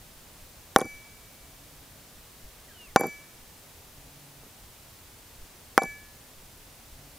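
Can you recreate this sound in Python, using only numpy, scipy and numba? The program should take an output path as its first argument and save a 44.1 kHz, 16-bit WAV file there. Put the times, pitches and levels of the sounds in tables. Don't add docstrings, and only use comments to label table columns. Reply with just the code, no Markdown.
import sys
import numpy as np
from scipy import signal
from scipy.fft import rfft, irfft, next_fast_len
from scipy.io import wavfile
from scipy.ndimage import uniform_filter1d
from numba import njit

SR = 44100
rng = np.random.default_rng(int(sys.argv[2]) if len(sys.argv) > 2 else 0)


def invert_db(level):
    return 10 ** (np.asarray(level, dtype=float) / 20)


def inscribe(sig):
    pcm = np.round(np.clip(np.atleast_2d(sig).T, -1, 1) * 32767)
    wavfile.write(sys.argv[1], SR, pcm.astype(np.int16))


N = 316939


def level(x, db):
    return x * invert_db(db) / np.sqrt(np.mean(x ** 2))


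def peak(x, db):
    return invert_db(db) * x / np.max(np.abs(x))


def clock(length_s):
    return np.arange(int(length_s * SR)) / SR


def add(out, start_s, sound):
    i = int(start_s * SR)
    out[i:i + len(sound)] += sound[:max(N - i, 0)]


def fade(t, t60_s):
    return np.exp(-np.log(1000) * t / t60_s)


def ring(modes, length_s):
    t = clock(length_s)
    return sum(invert_db(db) * fade(t, t60_s) * np.sin(2 * np.pi * hz * t) for hz, db, t60_s in modes)


def knock(modes, contact_s, db, grit_db=-27):
    push = np.sin(2 * np.pi * np.linspace(0, 1, max(int(2 * contact_s * SR), 4)))
    grit = invert_db(grit_db) * rng.standard_normal(900) * fade(np.arange(900) / SR, 0.039)
    grit[0] = 1
    pushed = signal.fftconvolve(ring(modes, 0.12), push)
    return peak(signal.fftconvolve(pushed, grit), db)


def coloured(points, db):
    hz, shape_db = np.transpose(points)
    size = next_fast_len(N)
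    bins_hz = np.arange(size // 2 + 1) * SR / size + 1
    gain = invert_db(np.interp(np.log(bins_hz), np.log(hz), shape_db))
    return level(irfft(rfft(rng.standard_normal(size)) * gain, size)[:N], db)


# start_s, thud_db, crack_db, contact_ms, ring_time_factor
BLOWS = [
    (0.7612, 1, -5.5, 0.85, 0.88),
    (2.9607, 1.5, -9, 0.5, 0.7),
    (5.7778, -1.5, -9.5, 0.587, 0.61),
]
# freq_hz, level_db, t60_s
STUMP = [(140, -49, 0.026), (244, -8, 0.051), (378, 17.5, 0.0067), (507, 4.5, 0.033), (641, 4.5, 0.04),
         (786, 11.5, 0.047), (886, 7, 0.014), (1050, 3, 0.046), (1161, 8, 0.007), (1390, 2.5, 0.011),
         (1802, -2.5, 0.073), (1930, -26, .015)]
# freq_hz, level_db, t60_s
SNAP = [(1130, -3, 0.018), (1382, 7, 0.0068), (1717, -20.5, 0.014), (2810, -13, 0.0013), (3370, -8, 0.0038)]
# freq_hz, level_db, t60_s
CRACK = [(2940, 11, 0.0022), (4240, -24, .004), (5300, -3.5, 0.0057), (5710, 7.5, 0.0035),
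         (6780, -21, 0.003), (8680, -2, 0.0048), (10500, 9.5, 0.00089), (11700, 3, 0.0011),
         (15200, -23, 0.0034)]
STEEL_HZ = [1711, 2296.2, 2296.8, 4705, 5987, 7192, 7973, 9585, 11600, 12200, 14360]
# t60_s, first_blow_db, second_blow_db, third_blow_db
STEEL = [(1.34, -57.5, -51, -42), (2.9, -57, -72, -83), (0.74, -36.5, -28.5, -28), (0.55, -53, -44, -53),
         (0.73, -49.5, -43, -48), (0.48, -45, -35.5, -39.5), (0.64, -77, -62, -58), (0.62, -52, -53, -60),
         (1.2, -63, -74, -60), (0.19, -49, -70, -62), (0.42, -61.5, -66.5, -64)]


def copper_crack(db):
    t, slip_s = np.arange(200) / SR, 0.00054
    slips = rng.standard_normal(200) * t * np.exp(-t / slip_s)
    return peak(signal.fftconvolve(ring(CRACK, 0.03), slips), db)


def steel_ring(blow, time_factor):
    lift_s, rocks_s, free_db_per_s = 0.0055, 0.082, 26
    modes = [(hz, row[1 + blow] + 6.24, row[0] * time_factor * 0.96) for hz, row in zip(STEEL_HZ, STEEL)]
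    steel = ring(modes, 1.2)
    since = np.arange(len(steel)) / SR
    hold = invert_db(-free_db_per_s * np.maximum(rocks_s - since, 0))
    return steel * hold * np.minimum(since / lift_s, 1)


def blows():
    out = np.zeros(N)
    for k, (start_s, thud_db, crack_db, contact_ms, time_factor) in enumerate(BLOWS):
        add(out, start_s, knock(STUMP, contact_ms / 1000, thud_db + 7, grit_db=-33))
        add(out, start_s, knock(SNAP, 0.00025, 8.5, grit_db=-31.5))
        add(out, start_s, copper_crack(crack_db + 9.5))
        add(out, start_s, steel_ring(k, time_factor))
    return out


# start_s, level_db, contact_ms
BUMPS = [(0.7884, -14, 0.5), (0.7955, -19.5, 0.32), (0.8125, -21, 0.37), (0.815, -14, 1.02),
         (0.8198, -27, 0.42), (0.844, -32, 1.8), (0.852, -27.5, 2.7), (0.860, -35, 0.92),
         (2.9963, -20, 1.06), (3.002, -26, 0.31), (3.0113, -10, 0.75), (3.035, -19, 0.56),
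         (3.0409, -17, 0.72), (3.0542, -23, 1.36), (3.0595, -33, 0.48), (3.068, -31, 1.7),
         (3.076, -37, 1.9), (3.0806, -37.5, 1.16), (4.434, -46, 0.67), (4.465, -48, 1.3),
         (5.8189, -15.5, 0.62), (5.823, -38, 0.67), (5.830, -26, 0.52), (5.838, -22.5, 0.94),
         (5.855, -33, 1.2), (6.889, -54, 1.5)]


def rocking():
    out = np.zeros(N)
    for start_s, db, contact_ms in BUMPS:
        add(out, start_s, -knock(STUMP, contact_ms / 1000, db + 3, grit_db=-21.5))
    return out


def rim_clicks():
    out = np.zeros(N)
    for start_s, db, _ in BUMPS:
        add(out, start_s, knock(SNAP, 0.00023, db - 11.5, grit_db=-18))
    return out


# start_s, level_db, pitch_hz
TICKS = [(.781, -25, 12900), (.785, -17, 10700), (.7878, -34, 9600), (.7955, -33, 10000), (.804, -34, 8600),
         (0.8097, -39, 10500), (0.8145, -29, 10000), (.855, -42, 9750), (2.9932, -30, 10600),
         (2.9975, -29, 11800), (3.0035, -39, 8600), (3.008, -17.5, 12700), (3.018, -45, 12200),
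         (3.0362, -42, 10500), (3.0414, -41, 12000), (3.0584, -40, 12400), (3.0678, -29, 12500),
         (5.8226, -35, 10200), (5.831, -40, 11000), (5.8335, -33, 12900), (5.8345, -33, 10500),
         (5.850, -40, 10700)]
# start_s, level_db, pitch_hz
CLINKS = [(.785, -30, 6060), (.7965, -33, 4500), (0.804, -28.5, 6260), (0.81, -34, 3360),
          (0.814, -35, 6300), (.845, -46, 6000), (3.0044, -49, 3800), (3.007, -38, 6000),
          (3.036, -41, 5000), (3.0444, -50, 5400), (5.7884, -40, 4670), (5.8202, -36, 3400),
          (5.825, -45, 5500), (5.832, -41, 5200), (5.834, -33, 6000), (5.8554, -48, 3400)]


def rattle():
    out = np.zeros(N)
    for start_s, db, hz in TICKS + CLINKS:
        t60_s = 62 / hz
        contacts = rng.standard_normal(70) * np.hanning(70)
        cluster = [(hz, 0, t60_s), (hz * 0.9, -5, t60_s * 0.7), (hz * 1.1, -5, t60_s * 0.7),
                   (hz * 0.76, -18, t60_s * 0.6), (hz * 1.22, -14, t60_s * 0.5)]
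        tick = signal.fftconvolve(ring(cluster, 0.03), contacts)
        tick = signal.sosfilt(signal.butter(3, hz * 0.8, "high", fs=SR, output="sos"), tick)
        add(out, start_s, peak(tick, db + 8))
    return out


# start_s, level_db
LAID = [
    (7.1803, -17.5),
]
# freq_hz, level_db, t60_s
PLANK = [(450, -18, 0.018), (724, 3, 0.012), (1090, 4, 0.0086), (1660, -6.5, 0.11), (2140, -20, 0.014),
         (2980, -13, 0.014), (3480, -6, .008), (4000, -12, .006), (6000, -6, .006), (8060, 1, .05)]


def hammer_laid():
    out = np.zeros(N)
    for start_s, db in LAID:
        add(out, start_s, -knock(PLANK, 0.00022, db, grit_db=-36))
    return out


def voice(rows, orders_db, rough):
    s, hz, db = np.transpose(rows)
    t = s[0] + clock(s[-1] - s[0])
    phase = 2 * np.pi * np.cumsum(np.interp(t, s, hz)) / SR
    waver = uniform_filter1d(rng.standard_normal(len(t)), 900) * 30
    edge = np.clip(np.minimum(t - s[0], s[-1] - t) / 0.0049, 0, 1)
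    tone = sum(invert_db(order_db) * np.sin((k + 1) * phase) for k, order_db in enumerate(orders_db))
    return np.sqrt(2) * tone * edge * invert_db(np.interp(t, s, db) + rough * waver)


# time_s, pitch_hz, level_db
BIRD = [
    [(2.68, 2060, -58), (2.70, 1740, -63), (2.718, 1616, -58), (2.735, 1560, -70), (2.78, 1460, -63)],
    [(2.712, 3290, -65), (2.742, 3150, -66), (2.78, 2940, -59), (2.818, 2830, -51.5), (2.85, 2730, -55.5),
     (2.875, 2470, -58), (2.885, 2240, -60), (2.92, 1860, -60)],
]


def bird():
    out = np.zeros(N)
    for rows in BIRD:
        add(out, rows[0][0], voice(rows, [0], rough=0.57))
    return out


# start_s, length_s, pitch_hz, level_db
LOWING = [
    (1.419, 0.68, 143.3, -58),
    (3.92, 0.57, 141.9, -56.5),
    (6.94, .6, 142.4, -57),
]
LOWING_ORDERS_DB = [-3, -9, -32, -15.5, -27, -23]


def lowing():
    attack_s, release_s, edge_db, tire_db = 0.045, 0.064, -21, -2
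    sag_hz_per_s, drop_hz = 3.1, 4.0
    out = np.zeros(N)
    for start_s, length_s, hz, db in LOWING:
        end_s = start_s + length_s
        tired_hz = hz - sag_hz_per_s * length_s
        rows = [(start_s, hz, db + edge_db), (start_s + attack_s, hz, db),
                (end_s - release_s, tired_hz, db + tire_db), (end_s, tired_hz - drop_hz, db + edge_db)]
        add(out, start_s, voice(rows, LOWING_ORDERS_DB, rough=1.5))
    return out


# peak_s, level_db
PUFFS = [(.18, -56), (.42, -47.5), (.95, -52), (1.43, -56.5), (2.17, -53), (2.46, -47), (2.9, -53),
         (3.43, -53), (3.92, -53.5), (4.4, -56), (4.65, -57), (5.0, -56), (5.41, -48), (5.9, -54),
         (6.41, -51), (6.93, -50)]


def wind():
    t = np.arange(N) / SR
    rise_s, fall_s = 0.033, 0.056
    slow = uniform_filter1d(uniform_filter1d(rng.standard_normal(N), size=3000), size=3000)
    flutter_db = level(slow, db=0) * 2.5
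    breeze = coloured([(8, -21), (25, -5.5), (60, -6), (110, -16.5), (220, -43.5)], -61)
    puffs = sum(invert_db(db) * np.exp(-((t - s) / np.where(t < s, rise_s, fall_s)) ** 2) for s, db in PUFFS)
    buffet = coloured([(8, -2), (25, -2), (55, -7.5), (90, -14.5), (200, -44)], 0)
    return breeze * invert_db(flutter_db) + puffs * buffet


# freq_hz, density_db (per Hz)
AIR = [(47, -18), (80, 1.5), (156, -2), (209, -6.5), (239, -4), (292, -7.5), (651, -8.5), (1300, -13),
       (14100, -17), (15400, -14), (16500, -43)]


def air():
    return coloured(AIR, -52.5)


def scene():
    near = blows() + rocking() + rim_clicks() + rattle() + hammer_laid()
    near = signal.sosfilt(signal.butter(2, 130, "high", fs=SR, output="sos"), near)
    near = signal.sosfilt(signal.butter(4, 12700, fs=SR, output="sos"), near)
    mono = near + bird() + lowing() + wind() + air()
    return np.array([mono, mono])


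# freq_hz, density_db (per Hz)
SELF = [(12, -33), (20, 0), (289, -1), (566, -2.5), (652, -3), (2580, -4.5), (15200, -5.5), (16500, -6.5)]


def amplifier_hiss():
    side = coloured(SELF, -57.5)
    return np.array([side, -side])


# pitch_hz, level_db
WHINE = (13727, -79)


def electronics_whine():
    hz, db = WHINE
    waver = uniform_filter1d(rng.standard_normal(N), 1500) * 55
    return waver * invert_db(db) * np.sin(2 * np.pi * hz * np.arange(N) / SR)


@njit
def follow(x, rise, fall):
    e, y = 0., np.empty(len(x))
    for i in range(len(x)):
        e += (abs(x[i]) - e) * (rise if abs(x[i]) > e else fall)
        y[i] = e
    return y


def gain_control(x, heard):
    limit_db, ratio, attack_s, release_s = -18, 2.6, 0.004, 0.078
    loudness = follow(heard, 1 / (attack_s * SR), 1 / (release_s * SR))
    return x * np.minimum(1, invert_db(limit_db) / (loudness + 1e-9)) ** (1 - 1 / ratio)


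def round_peaks(x):
    top = np.where(x > 0, 0.72, 1.02)
    return top * np.tanh(x / top)


def roll_off(x):
    return signal.sosfilt(signal.butter(12, 15900, fs=SR, output="sos"), x)


def record(dry):
    x = dry + electronics_whine() + amplifier_hiss()
    x = round_peaks(gain_control(x, heard=dry[0]))
    x = signal.sosfilt(signal.ellip(8, 0.2, 60, 15750, fs=SR, output="sos"), x)
    return roll_off(x)


dry = scene()
out = record(dry)
inscribe(out)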